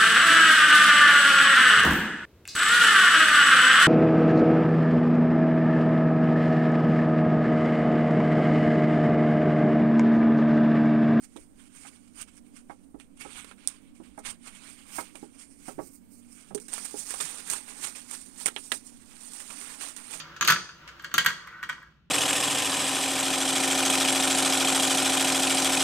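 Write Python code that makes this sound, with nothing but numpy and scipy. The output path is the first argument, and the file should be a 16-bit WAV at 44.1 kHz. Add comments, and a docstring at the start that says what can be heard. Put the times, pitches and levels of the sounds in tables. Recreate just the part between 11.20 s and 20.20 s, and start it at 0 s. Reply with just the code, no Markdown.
"""A half-full plastic bottle is capped, lifted and shaken by hand in a small workshop.
Fingers and cap thread scrape in stick-slip strokes, the bottle knocks and its thin wall snaps;
then the liquid splashes, with ticking drops, plopping air and fizzing foam, over a low hum.
Only the right microphone works, with a sharp treble peak; the left holds amplifier noise
and faint crosstalk."""
import sys
import numpy as np
from scipy import signal
from scipy.io import wavfile
from scipy.ndimage import uniform_filter1d

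SR = 44100
rng = np.random.default_rng(int(sys.argv[2]) if len(sys.argv) > 2 else 0)


def master(y):
    """Save y as 16-bit WAV."""
    cut = np.clip(np.atleast_2d(y).T, -1, 1)
    pcm = np.round(cut * 32767)  # scale
    wavfile.write(sys.argv[1], SR, pcm.astype(np.int16))


N = 396900

# Bright tone of spray and cracks. Each row: frequency in Hz, gain in dB.
BRIGHT_EQ = [(300, -110), (1500, -47.5), (3500, -5), (6000, 2.5), (10000, 6.5), (16000, 1.5)]
# Hollow tone of splashes and snaps in the bottle. Each row: frequency in Hz, gain in dB.
BODY_EQ = [(150, -12), (450, 2.5), (600, -4), (900, 2.5), (1600, 3.5), (2500, 6), (4000, -0.5),
           (8000, -44.5)]


def amp(db):
    """Decibels to gain."""
    return 10 ** (np.asarray(db) / 20)


def evened(x):
    """Scales to rms 1."""
    return x / np.sqrt(np.mean(x ** 2) + 1e-20)


def read(points, hz):
    """Curve value at hz, interpolated on a log frequency axis."""
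    f, value = np.transpose(points)
    return np.interp(np.log(hz + 1), np.log(f + 1), value)


def colour(x, eq):
    """Minimum-phase equaliser."""
    log_gain = read(eq, abs(np.fft.fftfreq(8192, 1 / SR))) * np.log(10) / 20
    taps = np.fft.ifft(np.exp(np.conj(signal.hilbert(log_gain)))).real[:4096]
    return signal.oaconvolve(x, taps)[:len(x)]


def ring(x, hz, width):
    """Two-pole resonance of peak gain about 1."""
    r = np.exp(-np.pi * width / SR)
    return 2 * signal.lfilter([1 - r], [1, -r * np.exp(2j * np.pi * hz / SR)], x).real


def wander(rate_hz):
    """Smooth random drift of rms 1."""
    r = np.exp(-np.pi * rate_hz / SR)
    return evened(signal.lfilter([1], [1, -2 * r, r * r], rng.standard_normal(N)))


def add(mix, s, sound):
    """Places a sound at s seconds."""
    part = mix[round(s * SR):][:len(sound)]
    part += sound[:len(part)]


def swells(rows, rest_db=-200):
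    """Envelope: each row rises 20 dB over its swell and falls 20 dB over its fade; powers add."""
    peak_s, db, swell, fade = np.transpose(rows)[:4, :, None]
    t = np.arange(0, N / SR + .002, .001)
    drop_db = 20 * np.maximum((peak_s - t) / abs(swell), (t - peak_s) / abs(fade))
    power = amp(2 * (db - drop_db)).sum(0)
    return np.interp(np.arange(N) / SR, t, np.sqrt(power + amp(2 * rest_db)))


def hollowed(rows):
    """Strokes or surges with their hollowness added to their level."""
    return [(s, db + hollow_db, swell, fade) for s, db, swell, fade, hollow_db in rows]


def grit(per_s, spread_db, flicker_db, flicker_hz):
    """Tiny impacts of uneven size that come in clumps."""
    sizes = amp(spread_db * np.minimum(rng.exponential(1, N), 5))
    hits = rng.random(N) < per_s / SR
    return evened(sizes * hits * rng.choice([-1., 1.], N) * amp(flicker_db * wander(flicker_hz)))


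def patchy(x, depth_db):
    """Each scrape or splash favours its own part of the spectrum for a moment."""
    spectrum = signal.stft(x, nperseg=256, noverlap=128)[2]
    patches = uniform_filter1d(rng.standard_normal(spectrum.shape), size=4, axis=0)
    patches = evened(uniform_filter1d(patches, size=7, axis=1))
    return evened(signal.istft(spectrum * amp(depth_db * patches), nperseg=256, noverlap=128)[1][:N])


def room_tone():
    """A bed of air noise and wavering hum, with distant swells of deep rumble, and booms as the bottle's weight
    shifts."""
    # Tone of the air. Each row: frequency in Hz, gain in dB.
    air_eq = [(12, -2), (20, -17), (55, -28), (85, -20), (140, -21), (200, -5), (270, 2.5), (340, -10.5),
              (560, -14), (1900, -32), (2300, -40.5), (4000, -38), (9000, -23.5), (16000, -17.5)]
    # Swells of rumble, and the bottle's booms. Each row: peak time in seconds, relative level in dB.
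    rumbles = [(.22, -62), (.95, -59), (1.75, -61), (2.1, -59.5), (2.85, -61), (3.1, -76), (3.78, -65),
               (4.61, -61.5), (5.89, -59), (6.31, -67), (7.04, -67)]
    booms = [(2.2, -71), (2.83, -69), (3.76, -60), (4.6, -45.5), (5.34, -46.5), (5.79, -56), (6.04, -52),
             (6.31, -55), (6.67, -56), (7.29, -59), (8.97, -56)]
    # Envelopes, rumble then boom. Each row: swell and fade in seconds, relative resting level in dB.
    shapes = [(0.12, .25, -80.5), (0.068, 0.084, -77)]
    # Their noise bands. Each row: centre and width in Hz.
    bands = [(54, 24), (160, 44)]
    # Fuzzy hum. Each row: centre and width in Hz, level in dB.
    hum_bands = [(195.8, 11, -63), (281.5, 19.3, -58.5)]
    # Near-steady hum tones. Each row: pitch in Hz, level in dB.
    hum_tones = [(106, -70), (240, -56)]
    air = amp(-57.5 + 2.8 * wander(14.3)) * evened(colour(rng.standard_normal(N), air_eq))
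    lows = np.zeros(N)
    for peaks, (swell, fade, rest_db), (hz, width) in zip((rumbles, booms), shapes, bands):
        envelope = swells([(s, db, swell, fade) for s, db in peaks], rest_db)
        lows += envelope * evened(ring(ring(rng.standard_normal(N), hz, width), hz, width))
    hum = sum(amp(db) * evened(ring(rng.standard_normal(N), hz, width)) for hz, width, db in hum_bands)
    for hz, db in hum_tones:
        level = amp(db + 2.4 * wander(4.6))
        hum += level * np.sin(2 * np.pi * np.cumsum(hz + 1.47 * wander(2.96)) / SR)
    return air + amp(-0.5) * lows + hum


def cap_scrape():
    """Stick-slip grit of skin and thread, part of it ringing in neck and cap."""
    # Strokes of fingers and thread. Each row: peak time in seconds, effort in dB, swell and fade
    # in seconds, hollowness in dB (how much the neck joins in).
    strokes = [(.048, -49.5, 0.066, 0.02, -7.5), (.17, -57, 0.022, 0.034, -6),
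               (.23, -57.5, 0.23, 0.11, -5.5), (.4, -61.5, 0.03, 0.056, 1),
               (.474, -56.5, 0.16, 0.027, -2.5), (.554, -53.5, 0.015, 0.65, -4.5),
               (.688, -46.5, 0.21, 0.021, -3), (.76, -68, .15, 0.017, 4), (.878, -57.5, 0.0091, 0.029, -3),
               (1.026, -41, 0.074, .02, -4.5), (1.085, -55, 0.025, 0.05, -0.5),
               (1.182, -54.5, 0.11, 0.027, -5), (1.268, -60, 0.032, 0.068, -1.5),
               (1.37, -53, 0.036, 0.052, -3.5), (1.522, -59.5, 0.06, 0.14, -3.5),
               (1.646, -66, 0.063, 0.0097, -4), (1.81, -56.5, 0.028, 0.066, -2),
               (1.975, -60, 0.016, .02, -4), (2.012, -46.5, .025, 0.085, -2),
               (2.045, -54.5, 0.043, 0.63, 1), (2.2, -54, 0.18, 0.09, 0), (2.312, -69, 0.065, 0.025, 1),
               (2.38, -59, 0.0073, 0.4, 5.5), (2.45, -61, 0.1, .1, -7), (2.5, -45.5, 0.026, 0.081, -2),
               (2.752, -53.5, 0.0097, 0.17, -2.5), (2.838, -58, .02, 0.11, 2),
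               (3.058, -41.5, 0.017, 0.081, 0), (3.11, -43, 0.059, 0.02, -4),
               (3.28, -44.5, 0.085, 0.051, -1.5), (3.37, -51, 0.18, 0.21, 0.5), (3.47, -59, 0.21, .2, -5),
               (3.596, -49, 0.065, 0.6, -1.5), (3.766, -42, 0.071, 0.054, -8.5),
               (3.812, -44.5, 0.11, 0.031, -8), (3.97, -50.5, 0.052, 0.16, -6),
               (4.148, -55.5, 0.059, 0.046, -3.5), (4.198, -51.5, 0.032, 0.24, -8.5),
               (4.32, -52, .1, 0.12, -10), (4.494, -50.5, 0.18, 0.12, -6.5), (4.62, -54, 0.065, 0.084, -14),
               (4.674, -55, 0.16, 0.04, -14), (4.762, -52, 0.085, 0.061, -16),
               (4.928, -54, 0.041, 0.13, -28), (5.0, -55.5, 0.11, 0.028, -26), (5.13, -48, .1, 0.1, -13.5),
               (5.21, -58, .1, 0.22, -4), (5.29, -55.5, 0.56, 0.13, -2), (5.37, -58, .08, .04, 0),
               (5.424, -45, 0.023, .02, -20), (5.46, -52.5, .1, 0.094, -9.5)]
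    # Tones of the rub, the neck and dry sliding skin. Each row: frequency in Hz, gain in dB.
    rub_eq = [(300, -31), (1500, -23.5), (3500, -12), (5000, -4), (7000, -2), (9500, 0), (11500, -1),
              (16000, -44)]
    neck_eq = [(250, -1), (600, -7.5), (1200, 3.5), (1850, 3), (2300, 7.5), (3200, 7.5), (4500, 2.5),
               (8000, -40)]
    skin_eq = [(7000, -48), (10000, -21), (11800, 6), (16000, 6.5)]
    # Resonances of the cap. Each row: centre and width in Hz, relative level in dB.
    cap_modes = [(1500, 220, -22), (2206, 180, -13.5), (2830, 100, -33)]
    # Fader on the airy skin hiss, up as the hands slide to lift the bottle.
    # Each row: time in seconds, relative level in dB.
    skin_fader = [(0, -15), (1.3, -20), (2.2, -20), (3.4, -20), (3.78, -9), (4.2, -22), (4.55, -10),
                  (4.85, -1), (5.1, -14), (5.5, -17)]
    rub = patchy(grit(per_s=6000, spread_db=-1.5, flicker_db=4.0, flicker_hz=10.0), depth_db=2.0)
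    cap = sum(amp(db + 3.0 * wander(7.1)) * evened(ring(rub, hz, width)) for hz, width, db in cap_modes)
    effort = swells(strokes)
    scrape = effort * evened(colour(rub, rub_eq))
    hollow = swells(hollowed(strokes)) * (evened(colour(rub, neck_eq)) + cap)
    skin_db = np.interp(np.arange(N) / SR, *np.transpose(skin_fader))
    skin = effort * amp(skin_db) * evened(colour(rub, skin_eq))
    return amp(-2.5) * scrape + amp(-2) * hollow + amp(13) * skin


def bottle_knocks():
    """A blow gives a round thud of the liquid-laden bottle and a short rattle through the wall modes."""
    # Dull knocks. Each row: start in seconds, thud level in dB, thud pitch in Hz, thud t60 in seconds,
    # rattle level in dB, rattle brightness in dB per octave.
    knocks = [(0.16, -36, 290, 0.079, -38, -12.5), (0.648, -65, 239, 0.058, -45.5, 9),
              (1.497, -34.5, 290, 0.035, -36, 1.5), (1.744, -34.5, 296, 0.045, -45, -11.5),
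              (2.05, -41.5, 285, 0.084, -38.5, -4.5), (2.8, -35, 292, 0.021, -42.5, -12.5),
              (2.978, -37.5, 285, 0.049, -37.5, 0), (3.784, -30.5, 298, 0.034, -26.5, 3),
              (3.95, -58, 189.5, 0.07, -44.5, -7), (4.028, -25.5, 310, 0.021, -41, -11),
              (4.482, -27.5, 275, 0.031, -34, -2), (4.499, -55, 292, 0.057, -48, -7),
              (4.581, -27.5, 335, 0.031, -48, 4), (4.589, -34, 535, 0.079, -29.5, -5.5),
              (5.308, -48, 202, 0.14, -42, -5.5), (5.348, -29.5, 418.6, 0.11, -34, -17.5),
              (5.741, -29.5, 420, 0.033, -39.5, -6), (5.938, -36, 513, 0.027, -38.5, 9),
              (7.258, -44, 203, 0.1, -41.5, 8), (7.519, -46, 244, 0.14, -36.5, 5),
              (8.299, -42.5, 231, 0.044, -49, -2)]
    # Modes of the wall. Each row: frequency in Hz, relative level in dB, ring time in seconds.
    wall_modes = [(319, 2.5, 0.02), (425, 4.5, 0.061), (528, 6, 0.041), (705, 4.5, 0.046),
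                  (792, 10.5, 0.015), (912, 2.5, 0.027), (1090, 6, 0.02), (1276, 6.5, 0.023),
                  (1510, 0, 0.014), (1857, -10, 0.044), (2140, -4, 0.026)]
    push_t60_s = 0.086
    out, t = np.zeros(N), np.arange(6000) / SR
    for s, thud_db, hz, t60, rattle_db, tilt_db in knocks:
        push = rng.standard_normal(len(t)) * amp(-60 * t / push_t60_s) * np.minimum(t / 0.0022, 1)
        push[0] = 10.0  # first contact
        # soft plastic: each mode is damped and passes little outside its band
        rattle = sum(amp(db + tilt_db * np.log2(f / 1000))
                     * ring(ring(push, f, 2.3 / ring_s), f, 3.6 / ring_s) for f, db, ring_s in wall_modes)
        rattle /= 2.62 * rattle[:900].std()
        thud = np.sin(2 * np.pi * hz * t) * amp(-60 * t / t60) * np.minimum(t * hz, 1)
        add(out, s, amp(rattle_db) * rattle + amp(thud_db) * thud)
    return out


def wall_snaps():
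    """A crease flips with one sharp crack, rings briefly, and a dying volley of smaller cracks follows."""
    # Snaps of the thin wall. Each row: start in seconds, relative crack level in dB, body send in dB,
    # crease pitch in Hz, volley level against the crack in dB.
    snaps = [(0.165, -43, -5, 3800, -13.5), (0.6694, -39.5, -11, 2730, -11), (1.014, -30, -27, 2310, -15),
             (1.7985, -42.5, -2.5, 2480, -14.5), (2.2454, -33, -5.5, 1700, -19),
             (2.3127, -40.5, 5.5, 1450, -20.5), (2.4747, -3.5, -23.5, 3660, -31),
             (2.9764, -50, -18, 1200, -12), (2.9885, -32, -30, 1170, -16), (3.529, -40, -18, 2350, -19),
             (3.9551, -32, -5, 2380, -20.5), (5.3477, -22, -27, 3550, -14.5),
             (5.3778, -37, -5.5, 1520, -14.5), (5.4, -30.5, -24, 2450, -17),
             (5.483, -27, -13.5, 1540, -19.5), (5.538, -18.5, -20.5, 2360, -18),
             (5.58, -21.5, -11.5, 1320, -23), (5.652, -21, -18, 1800, -18), (5.7096, -31.5, -16, 1650, -19),
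             (5.9066, -19, -15, 1860, -17.5), (5.94, -23.5, -13, 1120, -19), (6.003, -20.5, -6, 3660, -19),
             (6.0084, -13.5, -17, 1100, -21.5), (6.275, -25, -33, 2520, -21),
             (6.3, -11.5, -21.5, 2460, -17.5), (6.3136, -19, -27, 1570, -15),
             (6.335, -19.5, -13, 1550, -17), (6.751, -34, -8, 2500, -17.5), (6.9111, -36, -20, 2360, -9),
             (7.2592, -12, -16, 2150, -12), (7.2783, -14, -9.5, 1450, -19),
             (7.363, -28.5, 10.5, 3120, -21.5), (7.5184, -17.5, -7.5, 1750, -12.5),
             (8.1353, -21, -30, 2800, -27), (8.2026, -28.5, -16.5, 1910, -15.5),
             (8.302, -31.5, -11.5, 1110, -12.5), (8.4134, -24, -14.5, 2190, -19),
             (8.5466, -32, -13, 1080, -17), (8.609, -36, 1, 1420, -16), (8.6866, -24.5, -17.5, 1090, -20),
             (8.764, -28.5, -15, 1150, -14), (8.9325, -27, -8.5, 1270, -22)]
    crack_t60_s, volley_t60_s = 0.0028, 0.065
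    cracks, body, t = np.zeros(N), np.zeros(N), np.arange(6000) / SR
    for s, db, body_db, hz, volley_db in snaps:
        crackle = rng.standard_normal(len(t)) * amp(3.37 * rng.standard_normal(len(t) // 60).repeat(60))
        volley = amp(volley_db - 60 * t / volley_t60_s) * crackle
        crack = rng.choice([-1., 1.], len(t)) * amp(-60 * t / crack_t60_s)
        snap = amp(db) * (crack / np.linalg.norm(crack) + volley)
        crease = ring(ring(snap, hz, width=540), hz, width=780)
        add(cracks, s, snap)
        add(body, s, amp(body_db) * (snap + 0.88 * crease))
    return amp(1.0) * colour(cracks, BRIGHT_EQ) + amp(13.0) * colour(body, BODY_EQ)


def bubbles(low_hz, high_hz, per_s, cycles, spread_db):
    """Trapped air pops as short tones that rise as they die, per_s a second at each of 14 pitches, but never
    more than 400 pops at any one pitch (about 44 a second)."""
    t, out = np.arange(1500) / SR, np.zeros(N)
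    for hz in np.geomspace(low_hz, high_hz, num=14):
        age = t * hz / cycles
        pop = np.sin(2 * np.pi * hz * t * (1 + 0.052 * age)) * np.exp(-3 * age) * np.minimum(t * hz, 1)
        starts = rng.integers(0, N, size=400)[:round(per_s * N / SR)]
        triggers = np.zeros(N)
        triggers[starts] = amp(spread_db * rng.standard_normal(400))[:len(starts)]
        out += signal.oaconvolve(triggers, pop / np.linalg.norm(pop))[:N]
    return evened(out)


def slosh():
    """Droplets tick on the wall; foam fizzes and larger pockets of air plop."""
    # Surges of shaken liquid. Each row: peak time in seconds, effort in dB, swell and fade in seconds,
    # hollowness in dB (big splashes against spray).
    surges = [(5.49, -45.5, .01, 0.16, -12), (5.532, -37.5, 0.024, 0.29, -10.5),
              (5.654, -45.5, .1, 0.11, -16), (5.8, -34.5, 0.082, 0.069, -22.5), (5.836, -38, .03, .02, -23),
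              (5.928, -37.5, 0.23, 0.33, -13.5), (6.025, -34, 0.066, 0.21, -10.5),
              (6.2, -47, 0.28, 0.12, -5), (6.33, -34, 0.11, 0.11, -9.5), (6.506, -46.5, 0.098, 0.16, -6),
              (6.645, -35.5, 0.083, .1, -9), (6.668, -36.5, 0.033, 0.068, -11.5),
              (6.76, -43, 0.018, 0.16, -9), (6.94, -37, 0.078, 0.052, -10), (7.02, -48, 0.16, 0.17, -16),
              (7.212, -38, 0.076, 0.085, -13.5), (7.3, -51, 0.068, .06, -4), (7.39, -49.5, .06, 0.16, -16),
              (7.453, -46, .2, 0.047, -24), (7.545, -35.5, 0.062, 0.052, -18),
              (7.672, -46.5, .04, 0.048, -20), (7.925, -55, .04, 0.11, -2.5),
              (8.04, -47.5, 0.13, 0.62, -14), (8.2, -46, 0.22, 0.42, -12), (8.31, -45.5, 0.032, .3, -7.5),
              (8.41, -46.5, .3, 0.31, -40), (8.548, -46, 0.61, 0.04, -5),
              (8.615, -43.5, 0.022, 0.092, -5.5), (8.658, -36, 0.11, 0.093, -9),
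              (8.78, -48, 0.044, 0.45, -6.5), (8.938, -38, 0.08, 0.11, -9)]
    start_s, foam_db, foam_hollow_db = 5.48, -59.5, -10.5  # foam keeps fizzing between the surges
    drops = patchy(grit(per_s=5000, spread_db=1.5, flicker_db=1.5, flicker_hz=49), depth_db=2.0)
    fizz = bubbles(4260, 9730, per_s=59, cycles=57, spread_db=2.0)
    plops = bubbles(775, 5100, per_s=36, cycles=4.3, spread_db=0.5)
    spray = evened(colour(drops, BRIGHT_EQ)) + 0.27 * fizz
    splash = evened(colour(drops, BODY_EQ)) + 0.62 * plops
    spray *= swells(surges, foam_db)
    splash *= swells(hollowed(surges), foam_db + foam_hollow_db)
    fade_in = np.clip((np.arange(N) / SR - start_s) / 0.017, 0, 1)
    return fade_in * (spray + splash)


def echoes(x):
    """Short tail from bench and walls, the bass lasting longest."""
    # Decay of the workshop. Each row: frequency in Hz, t60 in seconds.
    decay_times = [(200, 0.36), (1000, 0.077), (4000, 0.085), (12000, 0.078)]
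    hz, t, spectrum = signal.stft(rng.standard_normal(SR // 2), SR, nperseg=128)
    decay = amp(-60 * t / read(decay_times, hz)[:, None])
    tail = signal.istft(spectrum * decay, SR, nperseg=128)[1]
    return signal.oaconvolve(x, np.pad(tail / np.linalg.norm(tail), (150, 0)))[:N]


def scene():
    """The bottle close by over the room tone, on the right channel only."""
    bottle = cap_scrape() + slosh() + bottle_knocks() + wall_snaps()
    right = amp(7.0) * (bottle + amp(-15) * echoes(bottle)) + room_tone()
    return np.array([np.zeros(N), right])


def record(dry):
    """A peaky microphone, smeared, fluttering crosstalk to the dead side, and two noisy amplifiers."""
    # Tones of microphone, crosstalk and amplifier noise. Each row: frequency in Hz, gain in dB.
    mic_eq = [(10, 5.5), (5000, -3), (7000, -1.5), (8000, 1), (8900, 7.5), (9700, -2), (11000, -10.5),
              (16000, -16.5)]
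    crosstalk_eq = [(100, -55), (4000, -36), (9000, -35), (16000, -28)]
    noise_eq = [(10, -1), (100, -21), (1000, -36.5), (2500, -43.5), (6000, -49), (9000, -51), (10500, -62),
                (16000, -59)]
    smear_t60_s, cutoff_hz = 0.034, 15800
    right = colour(dry[1], mic_eq)
    smear = rng.standard_normal(2000) * amp(-60 * np.arange(2000) / SR / smear_t60_s)
    leak = signal.oaconvolve(colour(right, crosstalk_eq), smear / np.linalg.norm(smear))[:N]
    noise = [amp(db) * evened(colour(rng.standard_normal(N), noise_eq)) for db in (-61, -64)]
    left = leak * (0.32 + 0.72 * wander(300))
    lowpass = signal.firwin(511, cutoff_hz, window=("kaiser", 9), fs=SR)
    return signal.oaconvolve(np.array([left, right]) + noise, lowpass[None], "same")


dry = scene()
out = record(dry)
master(out)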